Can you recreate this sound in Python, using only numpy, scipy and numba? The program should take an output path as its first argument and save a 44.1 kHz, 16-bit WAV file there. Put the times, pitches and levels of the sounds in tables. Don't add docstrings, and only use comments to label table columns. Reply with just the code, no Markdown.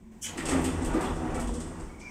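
import sys
import numpy as np
from scipy import signal
from scipy.fft import rfft, irfft
from scipy.io import wavfile
from scipy.ndimage import uniform_filter1d
from numba import njit

SR = 44100
rng = np.random.default_rng(int(sys.argv[2]) if len(sys.argv) > 2 else 0)


def to_wav(s):
    ch = np.atleast_2d(s).T
    pcm = np.round(np.clip(ch, -1, 1) * 32767)
    wavfile.write(sys.argv[1], SR, pcm.astype(np.int16))


def how_loud(loudness_db):
    steps = np.asarray(loudness_db, float) / 20
    return 10 ** steps


N = 92610
T = np.arange(N) / SR

# pitch_hz, width_hz, level_db
HUM_TONES = [(35.3, 28, -57), (88.7, 9.3, -60.5), (162, 120, -58.5), (233.4, 24, -53), (298, 61, -74),
             (368, 27, -63)]
# pitch_hz, level_db (per Hz)
SHAFT_AIR = [(250, -60), (420, -0.5), (1080, -8), (1230, -20.5), (2110, -17.5), (4270, -32.5),
             (8120, -22.5), (10800, -40.5), (15000, -33)]
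# pitch_hz, width_hz, level_db
LATCH_TONES = [(1660, 190, -7), (2250, 180, 2.5), (2985, 50, 5), (3280, 110, 5), (6060, 130, -8),
               (6700, 160, 6.5), (7200, 350, -2), (8050, 270, 3), (8800, 400, -5)]
# pitch_hz, level_db (per Hz)
LATCH_SCRAPE = [(710, -54), (1200, -18), (1590, -30), (2740, -11), (3080, 2), (3900, -25), (5790, 7),
                (8510, 3), (15500, -17)]
# time_s, level_db, brightness_db, car_sway_db, floor_drumming_db
ROLLING = [(0.2, -64, -11, 2, 0), (0.242, -54.5, 0.5, -18, 7.5), (0.41, -42, -3, -4.5, -10),
           (0.59, -29, -9, -7, -5.5), (0.664, -33.5, -5.5, -12, -14.5), (0.78, -35, -8.5, -3.5, -8.5),
           (0.876, -34.5, -7, -0.5, -8), (1.004, -36, -0.5, -11, -16), (1.115, -36.5, -2, 1, -2),
           (1.155, -37.5, -7.5, -1.5, -4), (1.3, -36.5, -4, -2, -5), (1.39, -35.5, -6.5, 0, -12),
           (1.448, -39.5, -5.5, -5, -5), (1.55, -40.5, -12, 2, -5), (1.7, -42, -6, -4.5, -3.5),
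           (1.85, -46, -5.5, 4.5, -6.5), (2.004, -52.5, -7, 2.5, -15), (2.1, -54, -1, -8, -7)]
# pitch_hz, width_hz, level_db
PANEL_TONES = [(160.4, 15.6, -3.5), (217, 37, -17.5), (245, 12.7, -7), (273, 20, -8.5), (320, 13, -5),
               (346, 26, -13.5), (384.9, 11.4, -8), (409, 93, -12.5), (486.8, 22, -11), (526, 67, -15),
               (944, 13, -24), (1131, 34, -17), (1305, 27, -23.5)]
# pitch_hz, level_db (per Hz)
RAIL_RASP = [(90, -49), (160, -4), (300, 3.5), (450, -1.5), (800, -0.5), (1200, -9), (2000, -18.5),
             (4200, -35.5), (5500, -51)]
# pitch_hz, level_db (per Hz)
GUIDE_HISS = [(1760, -67), (3000, 8), (4120, -17), (5130, 4), (8530, 4), (9580, 0), (13000, -32),
              (15500, -39)]
# pitch_hz, width_hz, level_db
CAR_TONES = [(31.7, 5.8, 3.5), (39, 53, -0.5), (60, 42, 5.5)]
# pitch_hz, width_hz, level_db
FLOOR_TONES = [(67.6, 8.6, -5.5), (85.6, 8.1, 5)]
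# start_s, end_s, pitch_hz, level_db
SINGING = [(0.52, 0.625, 262, -28), (0.635, 0.725, 262, -29), (0.72, 0.8, 262, -36),
           (0.805, 0.855, 262, -33), (0.89, 0.935, 251, -37), (0.945, 0.985, 262, -34),
           (1.04, 1.09, 238, -38), (1.09, 1.135, 250, -31), (1.17, 1.3, 241, -40), (1.31, 1.41, 243, -38),
           (1.42, 1.46, 236, -36), (1.47, 1.5, 236, -35), (1.51, 1.55, 236, -38), (1.57, 1.62, 238, -38),
           (0.53, 0.7, 81, -34), (0.72, 0.86, 84, -40), (1.2, 1.3, 322, -40), (1.31, 1.45, 319, -39),
           (1.17, 1.33, 735, -45), (1.33, 1.41, 735, -46), (1.39, 1.47, 640, -45), (1.33, 1.41, 515, -45),
           (1.5, 1.6, 478, -46), (1.0, 1.13, 1140, -49), (1.37, 1.405, 1300, -47), (1.34, 1.38, 2250, -51),
           (1.385, 1.41, 2270, -51), (1.35, 1.39, 2600, -54), (1.34, 1.375, 1980, -52),
           (0.87, 1.0, 42, -36), (1.39, 1.57, 50, -35), (0.4, 0.47, 322, -41), (0.6, 0.66, 910, -45),
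           (0.965, 1.005, 318, -32), (0.49, 0.62, 385, -43), (0.95, 1.14, 385, -43),
           (0.27, 0.38, 3000, -55), (0.378, 0.42, 1880, -46), (0.97, 1.09, 740, -46)]
# start_s, clank_db, body_db, thud_db, body_pitch_hz
KNOCK_EVENTS = [(0.375, -26.5, -30.5, -18, 2000), (0.455, -24, -35.5, -39, 2640),
                (0.487, -23.5, -32.5, -22, 2000), (0.512, -39, -31.5, -18.5, 1770),
                (0.6432, -25.5, -34, -28, 2460), (0.821, -36, -51, -55, 2430),
                (0.847, -33.5, -44.5, -74, 2430), (0.939, -41, -32.5, -10, 1430),
                (1.009, -33.5, -34, -45, 1160), (1.041, -41, -38.5, -46, 3000),
                (1.102, -85, -51, -34, 1190), (1.156, -43.5, -80, -22, 3300), (1.345, -32, -46, -31, 2300),
                (1.398, -32, -47, -40, 2510), (1.473, -37.5, -50, -52, 3400),
                (1.539, -34.5, -53.5, -31, 3400), (1.602, -32.5, -55, -56, 3400),
                (1.799, -42.5, -56.5, -32, 2300), (1.867, -70, -49, -56, 1470),
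                (1.997, -45, -57.5, -72, 3000)]
# pitch_hz, level_db (per Hz)
CLANK_STEEL = [(1200, -6), (2800, -27), (4200, -16.5), (5400, -13), (6900, -12), (8300, -3), (9600, -17.5),
               (15500, -39)]
# pitch_hz, width_hz, level_db
LINKAGE_TONES = [(1030, 15, 12), (1201.5, 15.5, 14), (1337, 76, 10), (1871, 210, 3), (2000, 54, -4.5),
                 (2300, 420, 1.5), (2670, 72, 2.5), (3000, 450, 7.5), (3400, 240, 9.5)]
# pitch_hz, width_hz, level_db
THUD_TONES = [(237, 38, -2), (328, 38, 4.5), (367.3, 17, -2), (465, 90, -15), (498, 29, -8)]
# start_s, level_db
HARD_CONTACTS = [(0.3765, -49), (0.4547, -54), (0.482, -44), (0.51, -48), (0.615, -38), (0.6448, -32.5),
                 (0.848, -36), (1.009, -40), (1.042, -57), (1.345, -48), (1.398, -37), (1.602, -65)]
# start_s, level_db
WORN_SPOTS = [(0.49, -14.5), (0.547, -13), (0.572, -22), (0.597, -40), (0.61, -40), (0.724, -21),
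              (0.819, -33), (0.954, -18), (1.229, -46), (1.273, -35), (1.302, -24), (1.333, -27),
              (1.452, -40), (1.494, -20.5), (1.533, -30), (1.604, -27), (1.714, -28), (1.813, -42)]
# pitch_hz, width_hz, level_db
HANGER_TONES = [(566, 130, 9), (890, 350, 2), (1320, 840, -7)]
# time_s, chatter_db, note_db
SHOE_SQUEAL = [
    (1.876, -94, -85),
    (1.9, -57.5, -75),
    (1.93, -68, -75),
    (1.945, -59, -72),
    (1.97, -65, -81),
    (2.0, -60, -79),
    (2.025, -49.5, -53),
    (2.047, -67, -48),
    (2.072, -50, -40.5),
    (2.1, -52, -54),
]


def unit(x):
    return x / np.sqrt(np.mean(x ** 2))


def even(x, span_s=0.0225):
    power = uniform_filter1d(x ** 2, int(span_s * SR))
    return unit(x / (power + 1e-12) ** 0.27)


@njit
def svf(x, hz, width):
    y, b, l = np.empty(len(x)), 0., 0.
    g, k = np.tan(np.pi * hz / SR), width / hz
    for i in range(len(x)):
        v = (b + g * (x[i] - l)) / (1 + g * (g + k))
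        b, l, y[i] = 2 * v - b, l + 2 * g * v, k * v
    return y


def steep(x, hz, width, second_width):
    once = svf(x, float(hz), float(width))
    return svf(once, float(hz), float(second_width))


def ring(x, modes, span_s=0.057):
    total = 0
    for k, (hz, width, db) in enumerate(modes):
        total = total + (-1) ** k * how_loud(db) * even(steep(x, hz, width, 2 * width), span_s)
    return total


def colour(x, table):
    walls_t60_s, walls_db = 0.49, -5
    hz, db = np.array(table).T
    f = np.arange(N // 2 + 1) * SR / N + 1
    walls = rfft(rng.standard_normal(N) * how_loud(-60 * T / walls_t60_s))
    ripple = 1 + how_loud(walls_db) * unit(np.abs(walls))
    depth = np.clip(f / 500 - 1, 0, 2)
    tone = how_loud(np.interp(np.log(f), np.log(hz), db))
    return unit(irfft(rfft(x) * ripple ** depth * tone, N))


def walk(rate_hz):
    k = int(SR / rate_hz)
    steps = np.repeat(rng.standard_normal(N // k + 1), k)
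    return unit(uniform_filter1d(uniform_filter1d(steps, k), k)[:N])


def grit(rate_hz, scatter_db):
    hits = rng.random(N) < rate_hz / SR
    return hits * rng.choice([-1., 1.], N) * how_loud(scatter_db * rng.exponential(size=N))


def burst(start_s, attack_s, t60_s, hold_s=0):
    rise = np.clip((T - start_s) / max(attack_s, 1e-4), 0, 1) ** 1.5
    return rise * how_loud(-60 * np.maximum(T - start_s - attack_s - hold_s, 0) / t60_s)


def shaft():
    air_db, stir_s, stir_db = -66.5, 0.11, 5.5
    stir = stir_db * np.clip((T - stir_s) / 0.013, 0, 1)
    hum = ring(rng.standard_normal(N), HUM_TONES)
    air = colour(rng.standard_normal(N), SHAFT_AIR)
    return hum + air * how_loud(air_db + stir + 0.38 * walk(25))


def latch():
    start_s, attack_s, hold_s, ring_lag_s = 0.2102, 0.022, 0.024, 0.014
    chatter = unit(grit(4100, 2.0)) + rng.standard_normal(N)
    hiss = how_loud(2.5) * colour(chatter, LATCH_SCRAPE) * burst(start_s, attack_s, 0.19, hold_s)
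    late = how_loud(-7) * unit(svf(chatter, 2200.0, 1500.0)) * burst(start_s + 0.015, 0.041, 0.76)
    steel = unit(ring(chatter, LATCH_TONES)) * burst(start_s + ring_lag_s, attack_s, 0.28, hold_s)
    return how_loud(-38.5) * (hiss + late + steel)


def rollers():
    bumps_per_s, bump_scatter_db, rail_db = 600, 1, 2
    guide_db, guide_follows = -56.5, 0.73
    s, db, bright, sway, drum = np.array(ROLLING).T
    start = np.clip((T - 0.24) / 0.049, 0, 1)
    effort = np.interp(T, s, db)

    bumps = unit(grit(bumps_per_s, bump_scatter_db)) + 0.71 * rng.standard_normal(N)
    panel = even(ring(bumps, PANEL_TONES)) * how_loud(effort)

    scrape = unit(grit(2500, 0.55)) + rng.standard_normal(N)
    rasp = colour(scrape, RAIL_RASP) * how_loud(effort + np.interp(T, s, bright) + rail_db + walk(18.07))

    slow_effort = uniform_filter1d(effort, SR // 4)
    hiss = colour(rng.standard_normal(N), GUIDE_HISS) * how_loud(guide_db + guide_follows * (slow_effort + 35.5))

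    car = even(ring(rng.standard_normal(N), CAR_TONES), 0.32) * how_loud(effort + np.interp(T, s, sway))
    deck = even(ring(rng.standard_normal(N), FLOOR_TONES), 0.06) * how_loud(effort + np.interp(T, s, drum))
    return start * (panel + rasp + hiss) + (car + deck) * np.clip(start, 0.3, 1)


def whines():
    wander, flicker_db, gain_db = 0.012, 2, 1
    out = 0
    for start_s, end_s, hz, db in SINGING:
        phase = 2 * np.pi * np.cumsum(hz * (1 + wander * walk(40))) / SR
        middle_s = (start_s + end_s) / 2
        shape = np.interp(T, (start_s, middle_s, end_s), (0, 1, 0)) ** 0.4
        out = out + 2 ** 0.5 * np.sin(phase) * shape * how_loud(db + gain_db + flicker_db * walk(50))
    return out


def shards():
    return unit(grit(4000, 1.46)) + rng.standard_normal(N)


def knocks():
    attack_s, hold_s, spread_oct = 0.0025, 0.009, 0.5
    air_hz, air_t60_s, air_floor_db = 11700, 0.2, -30
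    bars = np.array([ring(shards(), [mode]) for mode in LINKAGE_TONES])
    bar_hz = np.array(LINKAGE_TONES)[:, 0]
    clank, body, thud = 0, 0, 0
    for s, clank_db, body_db, thud_db, hz in KNOCK_EVENTS:
        a = s - attack_s
        crack = how_loud(-18) * burst(a, attack_s / 2, 0.0075)
        late = how_loud(-16.5) * burst(s, 0.078, 1)
        clank = clank + how_loud(clank_db - 14) * (crack + burst(a, attack_s, 0.21, hold_s) + late)

        near = np.exp(-(np.log2(bar_hz / hz) / spread_oct) ** 2)
        linkage = unit(near @ bars) + 0.65 * unit(svf(shards(), float(hz), 0.6 * hz))
        body = body + how_loud(body_db - 11) * burst(a, 0.0073, 0.5, 0.02) * linkage
        thud = thud + how_loud(thud_db - 13.5) * burst(s, 0.012, 0.17)

    air = how_loud(air_floor_db) * clank
    for s, db in HARD_CONTACTS:
        air = air + how_loud(db) * burst(s - attack_s, attack_s, air_t60_s, hold_s)
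    steel = colour(shards(), CLANK_STEEL)
    top = signal.sosfilt(signal.butter(4, air_hz, "high", fs=SR, output="sos"), steel)
    low = signal.sosfilt(signal.butter(4, air_hz, fs=SR, output="sos"), steel)
    return clank * low + air * top + body + thud * even(ring(shards(), THUD_TONES))


def jolts():
    shape = 0
    for s, db in WORN_SPOTS:
        shape = shape + how_loud(db - 16) * burst(s - 0.002, 0.001, 0.063)
    return shape * even(ring(rng.standard_normal(N), HANGER_TONES, 0.0062), 0.0078)


def squeal():
    chatter_hz, note_hz, hiss_hz, hiss_db = 2220, 2353, 5700, -58.5
    s, chatter_db, note_db = np.array(SHOE_SQUEAL).T
    slip = rng.standard_normal(N)
    chatter = even(steep(slip, chatter_hz, 160, 150), 0.035)
    chatter = chatter * how_loud(np.interp(T, s, chatter_db, left=-120))
    note = even(steep(slip, note_hz, 35, 34), 0.011)
    note = note * how_loud(np.interp(T, s, note_db, left=-120))
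    hiss = unit(steep(rng.standard_normal(N), hiss_hz, 2200, 2200))
    return chatter + note + hiss * how_loud(hiss_db) * burst(1.98, 0.03, 3)


def scene():
    mix = shaft() + latch() + rollers() + whines() + knocks() + jolts() + squeal()
    return mix[None]


def roll_off(x):
    return signal.sosfilt(signal.butter(12, 15730, fs=SR, output="sos"), x)


def record(dry):
    top_hz = 15400
    heard = signal.sosfilt(signal.butter(12, top_hz, fs=SR, output="sos"), dry)
    return roll_off(heard)


dry = scene()
out = record(dry)
to_wav(out)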